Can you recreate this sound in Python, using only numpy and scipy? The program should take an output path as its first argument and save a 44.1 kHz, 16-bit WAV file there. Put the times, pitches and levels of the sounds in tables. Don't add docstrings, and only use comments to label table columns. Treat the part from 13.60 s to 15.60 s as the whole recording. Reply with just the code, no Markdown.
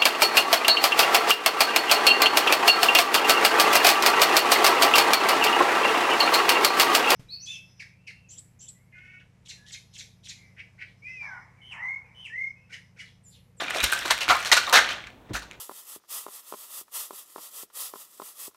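import sys
import numpy as np
from scipy import signal
from scipy.io import wavfile

SR = 44100
rng = np.random.default_rng(int(sys.argv[2]) if len(sys.argv) > 2 else 0)


def magnitude_from_level(level_db):
    exponent = np.asarray(level_db, float) / 20
    return 10 ** exponent


def materialize(psi):
    bounded = np.clip(np.atleast_2d(psi).T, -1, 1)
    quanta = np.round(bounded * 32767).astype(np.int16)
    wavfile.write(sys.argv[1], SR, quanta)


N = 88200


def evened(x):
    return x / np.sqrt(np.mean(x ** 2) + 1e-20)


def read(points, hz):
    f, value = np.transpose(points)
    return np.interp(np.log(hz + 1), np.log(f + 1), value)


def colour(x, points):
    gain_db = read(points, abs(np.fft.fftfreq(4096, 1 / SR)))
    log_gain = np.log(magnitude_from_level(np.maximum(gain_db, -100)))
    taps = np.fft.ifft(np.exp(np.conj(signal.hilbert(log_gain)))).real[:2048]
    return signal.oaconvolve(x, taps)[:len(x)]


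def resonate(x, hz, width):
    r = np.exp(-np.pi * width / SR)
    return signal.lfilter([1, 0, -1], [1, -2 * r * np.cos(2 * np.pi * hz / SR), r * r], x)


def add(mix, s, sound):
    part = mix[round(s * SR):][:len(sound)]
    part += sound[:len(part)]


def air():
    # (frequency [Hz], density [dB per Hz])
    tone = [(12, -58), (20, -15.5), (49, -13.5), (147, -8), (206, -8), (492, -13), (616, -12.5), (900, -16),
            (2000, -29), (16500, -43)]
    # (frequency [Hz], width [Hz], level [dB])
    hum_bands = [(58, 12, -61.5), (111.9, 3.6, -64)]
    noise = rng.standard_normal(N)
    hum = sum(magnitude_from_level(db) * evened(resonate(rng.standard_normal(N), hz, width)) for hz, width, db in hum_bands)
    return magnitude_from_level(-53.5) * evened(colour(noise, tone)) + hum


def room(x):
    # (frequency [Hz], t60 [s])
    decay = [(200, 0.22), (1000, 0.3), (4000, 0.45), (14000, 0.22)]
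    taps = np.zeros(SR // 2)
    at = np.arange(120, SR // 2 - 20, 20)
    taps[at + rng.integers(0, 20, len(at))] = rng.choice([-1., 1.], len(at))
    hz, t, z = signal.stft(taps, SR, nperseg=256)
    fade = magnitude_from_level(-60 * t / read(decay, hz)[:, None])
    tail = signal.istft(z * fade, SR, nperseg=256)[1]
    return signal.fftconvolve(x, tail / np.linalg.norm(tail))[:N]


def thumps():
    # (time [s], level [dB], pitch [Hz], t60 [s], knock over push [dB])
    landings = [(0.01, -50.5, 301.6, 0.57, 10), (0.23, -23, 58, 0.13, -6), (.25, -36, 104, 0.093, -15),
                (.452, -29, 332, 0.072, -6), (0.502, -43.5, 53.5, 0.42, -4), (0.681, -37.5, 62, 0.31, 4.5),
                (0.915, -41.5, 53, .2, -10), (1.163, -43.5, 58, 0.48, -2.5), (1.688, -44.5, 196, 0.55, 5.5),
                (1.702, -26.5, 111.3, 0.15, -2.5), (1.73, -32, 54, 0.29, -5)]
    rise_s, knock_t60_s = 0.011, 0.44
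    out, t = np.zeros(N), np.arange(SR // 4) / SR
    puffs = rng.standard_normal((len(landings), len(t)))
    for (s, db, hz, t60, knock_db), puff in zip(landings, puffs):
        push = np.sin(2 * np.pi * hz * t)
        knock = evened(resonate(resonate(puff, 260, 220), 280, 270))
        knock *= magnitude_from_level(knock_db - 60 * t / knock_t60_s)
        add(out, s, magnitude_from_level(db - 60 * t / t60) * np.minimum(t / rise_s, 1) * (push + knock))
    return out


def pill_hits(per_s, spread_db, cycles, plain, size):
    force = magnitude_from_level(spread_db * np.minimum(rng.exponential(1, size), 3))
    force *= rng.random(size) < per_s / SR
    force *= rng.choice([-1., 1.], size)
    spot = rng.integers(0, 24, size)
    rings = 0
    for k, hz in enumerate(np.geomspace(500, 13000, 24)):
        rings = rings + np.sqrt(hz) * evened(resonate(force * (spot == k), hz, hz / cycles))
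    return evened(force), evened(evened(rings) + plain * evened(force))


def tumble():
    # (time [s], level [dB])
    strength = [(0, -28.5), (.07, -34.5), (.2, -31.5), (.4, -36.5), (.58, -39), (.8, -33), (.9, -34.5),
                (1.05, -36), (1.12, -53), (1.22, -27), (1.349, -35), (1.42, -44.5), (1.601, -72),
                (1.76, -51), (1.85, -65), (1.95, -50), (2, -95)]
    # (frequency [Hz], density [dB per Hz])
    roll = [(88, -47.5), (150, -22.5), (222, -7), (1090, -5), (1500, 0.5), (2050, -2.5), (3930, -5.5),
            (15000, -32.5), (16500, -39)]
    # (frequency [Hz], width [Hz], level [dB], start [s], end [s])
    wall_rings = [
        (1560, 110, -6, 0.28, 0.44),
        (2400, 200, -7, 0.08, 0.22),
        (1450, 160, -9, 0.96, 1.06),
        (4200, 700, -9, 0.68, 1.2),
        (2350, 200, -8, 0.74, 0.85),
    ]
    force, hits = pill_hits(per_s=1800, spread_db=1.5, cycles=6.0, plain=.6, size=N)
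    t, walls = np.arange(N) / SR, np.zeros(N)
    for hz, width, db, start, end in wall_rings:
        gate = np.clip(np.minimum(t - start, end - t) / 0.016 + .5, 0, 1)
        walls += magnitude_from_level(db) * evened(resonate(force, hz, width)) * gate
    return magnitude_from_level(np.interp(t, *np.transpose(strength))) * (evened(colour(hits, roll)) + walls)


def clicks():
    # (time [s], peak [dB], centre [Hz])
    click_events = [(0.01, -30, 5000), (.0384, -36, 9200), (.0634, -40, 7960), (.1008, -23, 5100),
                    (0.104, -30.5, 9000), (.1414, -36, 8000), (0.172, -36, 8500), (0.2298, -26, 12000),
                    (0.2402, -8, 9000), (0.2436, -12, 4000), (0.268, -27, 3600), (0.3, -27, 7000),
                    (0.3213, -17, 9000), (.334, -16.5, 8000), (0.3375, -25, 9000), (.3483, -25, 7000),
                    (0.361, -28.5, 6500), (.41, -24.5, 4500), (0.4297, -27, 4500), (.4344, -42, 11000),
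                    (.473, -41, 7930), (.496, -33, 5250), (0.5094, -6, 4280), (0.5222, -18, 3010),
                    (.6067, -21.5, 5440), (0.614, -19, 3690), (0.6882, -20.5, 3840), (0.6917, -22.5, 6000),
                    (0.7095, -21, 6000), (0.735, -27.5, 6000), (.7484, -30, 5000), (.7544, -30, 7050),
                    (0.7662, -25, 7500), (0.79, -26, 4240), (0.803, -31, 8970), (0.858, -28, 6000),
                    (0.8933, -26, 6000), (1.091, -23, 4200), (1.2896, -23, 3800), (1.309, -31, 5040),
                    (1.3214, -31.5, 5070), (1.3318, -30.5, 4990), (1.737, -30, 7000), (1.768, -29, 6500),
                    (1.796, -34, 6500), (1.856, -52, 6500)]
    level_db, decay_s, relative_width = -2, 0.0019, 0.33
    out, t = np.zeros(N), np.arange(600) / SR
    bursts = rng.standard_normal((len(click_events), len(t)))
    for (s, db, hz), burst in zip(click_events, bursts):
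        burst = evened(resonate(burst, hz, hz * relative_width))
        add(out, s, magnitude_from_level(db + level_db) * burst * np.exp(-t / decay_s))
    return out


def ticks():
    # (time [s], peak [dB], pitch [Hz], ring [cycles])
    tick_events = [(0.0825, -20.5, 2380, 9.7), (0.107, -10.5, 1930, 1.7), (.148, -17.5, 2380, 4),
                   (0.17, -14.5, 5430, 5), (.185, -16, 3470, 4), (0.2038, -13.5, 3800, 5.4),
                   (0.209, -15.5, 2390, 5), (.226, -23, 4170, 2), (0.325, -10, 1530, 4),
                   (.378, -24, 2470, 3), (.391, -16.5, 5400, 3.5), (0.4571, -20.5, 1500, 3.9),
                   (0.48, -18, 2030, 2), (0.579, -18, 2300, 2), (0.588, -17.5, 2330, 2),
                   (0.633, -15, 2544, 3), (.681, -9.5, 1380, 1.5), (.828, -19, 6500, 3),
                   (.849, -14, 3000, 2), (0.873, -15, 6000, 2), (1.033, -22, 1500, 6),
                   (1.068, -18, 3795, 8), (1.097, -11, 4270, 3), (1.44, -28, 2240, 4),
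                   (1.471, -24, 2400, 2), (1.503, -33.5, 2535, 2), (1.753, -17.5, 1453, 4),
                   (1.912, -20, 2650, 1.26), (1.92, -30.5, 2300, 3), (1.933, -33.5, 2100, 1.5)]
    # (time [s], peak [dB], pitch [Hz], ring [cycles])
    knock_events = [(.021, -21, 700, 1.8), (.1605, -18.5, 760, 2.2), (.332, -15, 1530, 6),
                    (.508, -22, 900, 5), (.699, -15, 1400, 30), (.6995, -18, 1110, 22), (.7, -21, 738, 14),
                    (.704, -16, 1270, 24), (.705, -26, 2220, 25), (.718, -18, 1400, 20),
                    (.751, -22, 1070, 14), (.768, -25, 1250, 10), (.916, -7, 1950, 8), (.92, -20, 877, 8),
                    (.968, -13, 1420, 6), (.975, -11, 1480, 9), (.985, -16, 1400, 5), (1.077, -23, 1150, 5),
                    (1.078, -25, 2300, 6), (1.084, -25, 1100, 5), (1.17, -11, 2100, 8),
                    (1.445, -34, 3200, 5), (1.757, -26, 2600, 8)]
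    overtone, overtone_db, snap_db = 1.6, -9, -7
    strikes = tick_events + knock_events
    out, t = np.zeros(N), np.arange(5000) / SR
    snaps = rng.standard_normal((len(strikes), len(t)))
    for (s, db, hz, cycles), snap in zip(strikes, snaps):
        ring = np.sin(2 * np.pi * hz * t)
        ring += magnitude_from_level(overtone_db) * np.sin(2 * np.pi * overtone * hz * t)
        ring *= np.exp(-t * hz / cycles) * np.minimum(t / .00015, 1)
        snap = evened(resonate(resonate(snap, 3000, 5000), 6000, 12000)) * np.exp(-t / .001)
        add(out, s, magnitude_from_level(db) * (ring + magnitude_from_level(snap_db - cycles) * snap))
    return signal.sosfilt(signal.butter(2, 400, "high", fs=SR, output="sos"), out)


def jolts():
    # (time [s], level [dB], length [s], bottle ring [Hz], ring over clatter [dB])
    throws = [(.002, -34.5, 0.035, 1570, -7), (0.139, -32, 0.036, 620, 1), (0.23, -25, 0.0032, 2800, -4),
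              (0.236, -26, .008, 2800, -10), (0.327, -28, 0.0046, 1630, -3), (0.343, -48.5, 0.005, 1550, 6),
              (0.451, -27.5, 0.0044, 1030, 0), (.47, -36, 0.044, 1500, 2.5), (0.502, -25, .004, 1800, 5.5),
              (0.506, -17.5, 0.0037, 2000, -6), (0.607, -26, 0.026, 2680, -0.5),
              (0.685, -20, 0.021, 2290, -4.5), (0.695, -15.5, 0.027, 1317, 12),
              (0.745, -30, 0.012, 1150, 12.5), (0.853, -28, 0.023, 1520, -9),
              (.916, -13, 0.0032, 1900, -7.5), (0.923, -11.5, 0.0089, 2700, -12),
              (0.966, -19, 0.014, 1500, -7.5), (1.071, -30.5, 0.047, 1140, 20),
              (1.1258, -13.5, 0.014, 1040, -10.5), (1.139, -12, 0.028, 1570, 0),
              (1.169, -13, 0.0062, 1934, 4.5), (1.187, -22.5, 0.0065, 1700, 3),
              (1.466, -42.5, 0.011, 2130, 6), (1.288, -29, 0.032, 3000, -1), (1.693, -52.5, .006, 1900, 6),
              (1.733, -33.5, 0.035, 6000, -5.5), (1.745, -34, 0.026, 1715, 15),
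              (1.818, -39.5, 0.013, 1430, -3.5)]
    # (frequency [Hz], density [dB per Hz])
    clatter = [(88, -70), (150, -14.5), (1360, -6.5), (3490, -8), (4300, 2), (4870, -2.5), (13000, -22),
               (15600, -26), (16500, -61)]
    # (ratio to ring pitch [-], level [dB])
    modes = [
        (0.552, -11.5),
        (0.818, 0),
        (0.919, -4),
        (1.022, 2.5),
        (1.651, -9),
    ]
    rise_s, settle_t60_s, relative_width = .0015, .1, .085
    force, hits = pill_hits(per_s=4000, spread_db=2.5, cycles=4.6, plain=0.27, size=N)
    hits = evened(colour(hits, clatter))
    out, t = np.zeros(N), np.arange(SR // 6) / SR
    for s, db, length, hz, ring_db in throws:
        at = slice(round(s * SR), round(s * SR) + len(t))
        shape = np.minimum(t / rise_s, 1) * magnitude_from_level(-60 * np.maximum(t - length, 0) / settle_t60_s)
        push = force[at] * shape
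        ring = sum(magnitude_from_level(d) * evened(resonate(push, hz * k, hz * k * relative_width)) for k, d in modes)
        ring = evened(ring) * np.sqrt(np.mean(shape ** 2))
        both = shape * hits[at] + magnitude_from_level(ring_db) * ring
        add(out, s, magnitude_from_level(db) * both / np.hypot(1, magnitude_from_level(ring_db)))
    return out


def facing(x):
    # (time [s], treble [dB])
    turning = [(0, -8), (.09, -5), (.24, 5.5), (.42, 6), (.5, 4), (.7, -4), (0.88, 1.5), (1.15, 0),
               (1.4, -19.5), (1.7, -10.5), (1.735, 0.5), (1.8, 1.5), (1.879, -18), (2, -5)]
    dull = signal.sosfilt(signal.butter(1, 4750, fs=SR, output="sos"), x)
    return dull + magnitude_from_level(np.interp(np.arange(N) / SR, *np.transpose(turning))) * (x - dull)


def scene():
    bottles = facing(jolts() + tumble() + ticks()) + clicks()
    reflections = magnitude_from_level(-11) * room(bottles)
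    return (bottles + reflections + thumps() + air())[None]


def low_pass(x):
    return signal.sosfilt(signal.butter(12, 16850, fs=SR, output="sos"), x)


def record(dry):
    # (frequency [Hz], gain [dB])
    mic = [(3600, 0.5), (4600, -6), (5000, -6.5), (5600, -3), (9600, -2.5), (10500, -5.5), (11300, -1)]
    wet = np.tanh(colour(dry[0], mic) / 1.31) * 1.186
    edged = signal.oaconvolve(wet, signal.firwin(255, 15900, fs=SR), "same")
    edged += magnitude_from_level(-26) * (wet - edged)
    return low_pass(edged[None])


dry = scene()
out = record(dry)
materialize(out)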